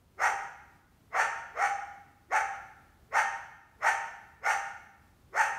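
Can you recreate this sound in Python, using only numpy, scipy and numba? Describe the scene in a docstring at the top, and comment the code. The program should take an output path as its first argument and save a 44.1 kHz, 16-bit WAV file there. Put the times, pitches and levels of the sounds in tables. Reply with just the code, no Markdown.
"""Eight sharp barks ring out from a coyote on a lawn, heard from just inside a house.
Each bark is one push of air: the jaw opens and the pitch of the vocal folds arches up and down,
while rushing air makes the throat ring with a rough rasp.
Walls and yard answer with echoes and a short fading tail, over a faint low hum of air."""
import sys
import numpy as np
from scipy import signal
from scipy.fft import rfft, irfft
from scipy.io import wavfile
from numba import njit

SR = 44100
rng = np.random.default_rng(int(sys.argv[2]) if len(sys.argv) > 2 else 0)


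def inscribe(sig):
    """Save sig as 16-bit PCM at rate SR to the path in sys.argv[1].

    A 1-D sig is mono; a 2-D sig holds one channel per row.
    Samples are clipped to [-1, 1] before scaling.
    """
    pcm = np.round(np.clip(np.atleast_2d(sig).T, -1, 1) * 32767)
    wavfile.write(sys.argv[1], SR, pcm.astype(np.int16))


N = 246078

# The barks. Each row: time of the top pitch in seconds, rise and fall in seconds, pitch in Hz at the
# onset, at the top and after the fall, relative levels in dB of the rasp, the tone, its octave and the
# line halfway between those two, treble tilt of the rasp in dB per octave, widest jaw opening (0 to 1).
BARK_SHAPES = [ (.246, 0.053, .033, 480, 954, 620, -25, -26, -27.5, -28, -.7, .99),
               (1.204, 0.067, 0.025, 540, 940, 770, -22.5, -30.5, -28.5, -35, -3, 1),
               (1.634, 0.074, 0.035, 500, 830, 750, -27.5, -27, -34, -45, -2, .93),
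               (2.349, .038, .038, 440.4, 890, 790, -25.5, -24.5, -26, -30.5, -2, 0.9),
               (3.176, 0.049, .030, 540, 920, 765, -24, -24.5, -25, -32, -2, 1),
               (3.872, .053, .031, 550, 930, 795, -24, -28, -26, -30.5, -1.5, 1),
               (4.493, .056, 0.032, 540, 920, 720, -24, -26.5, -28, -34, -.5, 1),
               (5.396, 0.054, 0.041, 470, 925, 710, -26.5, -25, -23, -33.5, 0, 1)]
# Where throat and mouth ring. Each row: frequency in Hz with the jaw open, then with it shut,
# width in Hz, relative level in dB when open, change in dB when shut.
THROAT_RESONANCES = [ (615, 540, 202, -16.5, 0), (854, 672, 299, -8.5, 4), (1323, 1107, 270, -9, 4),
                     (1490, 1340, 307, -5, 0.5), (1823, 1887, 233, -7.5, -0.5), (2190, 2023, 274, -11, 5),
                     (2550, 2160, 746, -11.5, -40), (4554, 4250, 690, -25.5, -13.5),
                     (5730, 5210, 430, -23, -2.5), (6190, 6400, 710, -16.5, -12),
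                     (7260, 6840, 450, -21.5, -14), (8470, 8400, 2220, -19.5, -17),
                     (12600, 13000, 4200, -31, -6.5)]
# The fading tail. Each row: frequency in Hz, seconds to fade by 60 dB, relative level in dB.
TAIL_BANDS = [(200, 1, 4.5), (510, 0.74, 2.5), (820, 0.81, 1), (1420, 0.91, 1), (2040, 0.88, 0),
              (3120, 0.83, 3), (4450, 0.78, -0.5), (5900, 0.71, 3.5), (9050, 0.52, 3), (13000, 0.44, 2)]
# Narrow bands where the tail rings. Each row: frequency in Hz, width in Hz, gain of the added ring in dB.
TAIL_RINGS = [(791.4, 24, 5.5), (920, 40, -8)]
# Single echoes off the walls. Each row: delay in seconds, gain in dB.
WALL_ECHOES = [(.021, -10.5), (.044, -12), (.067, -21), (.178, -25.5)]
# The tone colour of the background air. Each row: frequency in Hz, relative level in dB.
AIR_SPECTRUM = [(20, -21), (40, -3.5), (70, 1.5), (120, -2.5), (190, -7), (300, -10), (500, -17),
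                (1000, -19.5), (2500, -27.5), (5000, -31.5), (10000, -34.5), (15000, -34.5)]


def coyote():
    """The coyote barks once for each row of the table."""
    out, half = np.zeros(N + SR), SR // 7
    t = np.arange(-half, half) / SR  # zero at the top of the pitch
    for top_s, *shape in BARK_SHAPES:
        start = int(top_s * SR) - half
        out[start:start + len(t)] += bark(t, *shape)
    return out[:N]


def bark(t, rise, fall, onset_hz, top_hz, end_hz, rasp_db, tone_db, octave_db, half_db, treble_db, gape):
    """One push of air makes both a rough rasp and a pitched voice."""
    progress = np.where(t < 0, t / rise, t / fall)  # -1 at the onset, 0 at the top, 1 after the fall
    jaw = jaw_opening(progress)
    jitter = 0.0091 + 0.028 * (1 - jaw)  # the pitch is shakier with the jaw shut
    hz = pitch_arch(progress, onset_hz, top_hz, end_hz) * (1 + jitter * wander(len(t), 228))
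    phase = 2 * np.pi * np.cumsum(hz) / SR
    # just after the top the folds ring cleanly, so less air goes into the rasp
    clean_db = 4 * np.exp(-((progress - 0.19) / 0.6) ** 2)
    rasp_gain = undb(rasp_db + air_push(progress, release_db=13.5) - clean_db / 2)
    rough = rasp_gain * rasp(phase, jaw * min(gape, 1), treble_db)
    lead_db = 2.5 * (1 - jaw)  # extra tone while the jaw is shut, so the voice leads the rasp
    voice_gain = undb(-4 + air_push(progress, release_db=15.5) + clean_db + lead_db)
    # a soft growl starts before the bark breaks out
    growl_gain = undb(-27.5) * np.clip(progress + 1.84, 0, 1) * np.clip(-progress, 0, 1)
    return rough + (voice_gain + growl_gain) * voice(phase, jaw, tone_db, octave_db, half_db)


def air_push(progress, release_db, swell_db=17.5, hold_share=0.51):
    """The breath's level in dB: it swells, holds for part of the fall, then loses release_db per fall."""
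    swell = -swell_db * np.maximum(-progress, 0) ** 2.87
    return swell - release_db * np.maximum(progress - hold_share, 0)


def jaw_opening(progress, lead_share=0.46, swing_share=0.25, close_per_fall=0.15):
    """The jaw swings open during the rise and sinks shut after the fall; 0 is shut, 1 is wide."""
    swing = 0.5 + 0.5 * np.tanh(0.5 * (progress + lead_share) / swing_share)
    return swing * np.clip(1 - close_per_fall * np.maximum(progress - 1, 0), 0, 1)


def pitch_arch(progress, onset_hz, top_hz, end_hz, rounding=0.1325, slack_share=0.8):
    """The vocal folds tighten up to the top pitch and go slack again."""
    drop = (np.hypot(progress, rounding) - rounding) / (np.hypot(1, rounding) - rounding)
    foot_hz = np.where(progress < 0, onset_hz, end_hz)
    return np.maximum(top_hz - drop * (top_hz - foot_hz), slack_share * onset_hz)


def rasp(phase, jaw, treble_db, pulsing=0.68, flutter_db=1.36, buzz_db=-15, treble_hz=3000):
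    """Rushing air, puffed out once a cycle, rings the throat, which brightens as the jaw opens."""
    size = len(phase)
    puffs = (1 + pulsing * np.cos(phase)) * undb(flutter_db * wander(size, 140))
    # the pressed start of the bark is buzzy with overtones
    buzz = undb(buzz_db) * (1 - jaw) * sum(np.cos(k * phase) for k in range(1, 6))
    out = 0
    for open_hz, shut_hz, width, db, shut_db in THROAT_RESONANCES:
        centre = shut_hz + (open_hz - shut_hz) * jaw
        drive = puffs * rng.standard_normal(size) + buzz
        ring = resonate(resonate(drive, centre, float(width)), centre, float(width))
        tilt_db = treble_db * np.log2(max(open_hz / treble_hz, 1))
        out = out + unit(ring) * undb(db + shut_db * (1 - jaw) + tilt_db)
    return out


def voice(phase, jaw, tone_db, octave_db, half_db, third_db=-20, shimmer_db=1.47):
    """The vocal folds' own tone; its overtones need an open jaw."""
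    # every other cycle differs, which adds a line at 1.5 times the pitch
    partials = [(1, tone_db, 0), (1.5, half_db, 1), (2, octave_db, 2), (3, octave_db + third_db, 4)]
    out = 0
    for multiple, db, jaw_power in partials:
        gain = undb(db + shimmer_db * wander(len(phase), 110))
        out = out + gain * jaw ** jaw_power * np.sin(multiple * phase)
    return out


def surroundings(x, direct_db=-2, early_db=-9, early_fade_s=0.18, tail_db=-6, build_s=0.014):
    """Sound arrives directly, as wall echoes, as quick scatter indoors and as a longer tail."""
    t = np.arange(SR) / SR
    build = 1 - np.exp(-t / build_s)  # reflections take a moment to grow dense
    tail = fading_tail(t, build)
    early = rng.standard_normal(SR) * build * np.exp(-np.log(1000) * t / early_fade_s)
    response = undb(tail_db) * tail + undb(early_db) * early / np.linalg.norm(early)
    response[0] += undb(direct_db)
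    for delay, db in WALL_ECHOES:
        response[int(delay * SR)] += undb(db)
    return signal.fftconvolve(x, response)[:N]


def fading_tail(t, build):
    """Many reflections blur into noise; each band fades at its own speed and two narrow ones ring."""
    f = np.fft.rfftfreq(SR, 1 / SR)
    centres, fades, levels = np.transpose(TAIL_BANDS)
    noise, tail = rfft(rng.standard_normal(SR)), 0
    for share, fade_s, db in zip(np.eye(len(TAIL_BANDS)), fades, levels):
        band = irfft(noise * np.interp(np.log(f + 1), np.log(centres), share), SR)
        tail = tail + band * undb(db) * np.exp(-np.log(1000) * t / fade_s)
    tail = tail * build * np.sqrt(20 / SR)
    return tail + sum(undb(db) * resonate(tail, np.full(SR, float(hz)), float(width))
                      for hz, width, db in TAIL_RINGS)


def background_air(level_db=-63, sway_db=1):
    """The air's low rumble and faint hiss sway a little in level."""
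    hum = unit(colour(rng.standard_normal(N), AIR_SPECTRUM))
    return hum * undb(level_db + sway_db * wander(N, 5.5))


def undb(db):
    """Turn decibels into a number to multiply by."""
    return np.exp(np.asarray(db) * np.log(10) / 20)


def unit(x):
    """Scale a signal to an average (rms) level of 1."""
    return x / np.sqrt(np.mean(x ** 2))


def wander(size, hz):
    """A smooth random wobble of typical size 1 that changes about hz times a second."""
    f = np.fft.rfftfreq(size, 1 / SR)
    return unit(irfft(rfft(rng.standard_normal(size)) / (1 + (f / hz) ** 4), size))


def colour(x, points):
    """Shape bass and treble along a curve of (Hz, dB) points."""
    hz, db = np.transpose(points)
    f = np.fft.rfftfreq(len(x), 1 / SR)
    return irfft(rfft(x) * undb(np.interp(np.log(f + 1), np.log(hz), db)), len(x))


@njit
def resonate(x, hz, width):
    """Let through a band around a moving frequency, with gain 1 at its centre."""
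    y, band, low = np.empty(len(x)), 0., 0.
    for i in range(len(x)):
        if i % 8 == 0:
            tuning, damping = np.tan(np.pi * hz[i] / SR), width / hz[i]
            norm = 1 / (1 + tuning * (tuning + damping))
        ring = (band + tuning * (x[i] - low)) * norm
        band, low = 2 * ring - band, low + 2 * tuning * ring
        y[i] = damping * ring
    return y


def scene():
    """The barks and their echoes over the background air, in one channel."""
    return (surroundings(coyote()) + background_air())[None]


def record(dry, top_hz=15600):
    """The phone cuts off the highest treble."""
    return signal.sosfilt(signal.ellip(10, 0.2, 80, top_hz, fs=SR, output="sos"), dry)


dry = scene()
out = record(dry)
inscribe(out)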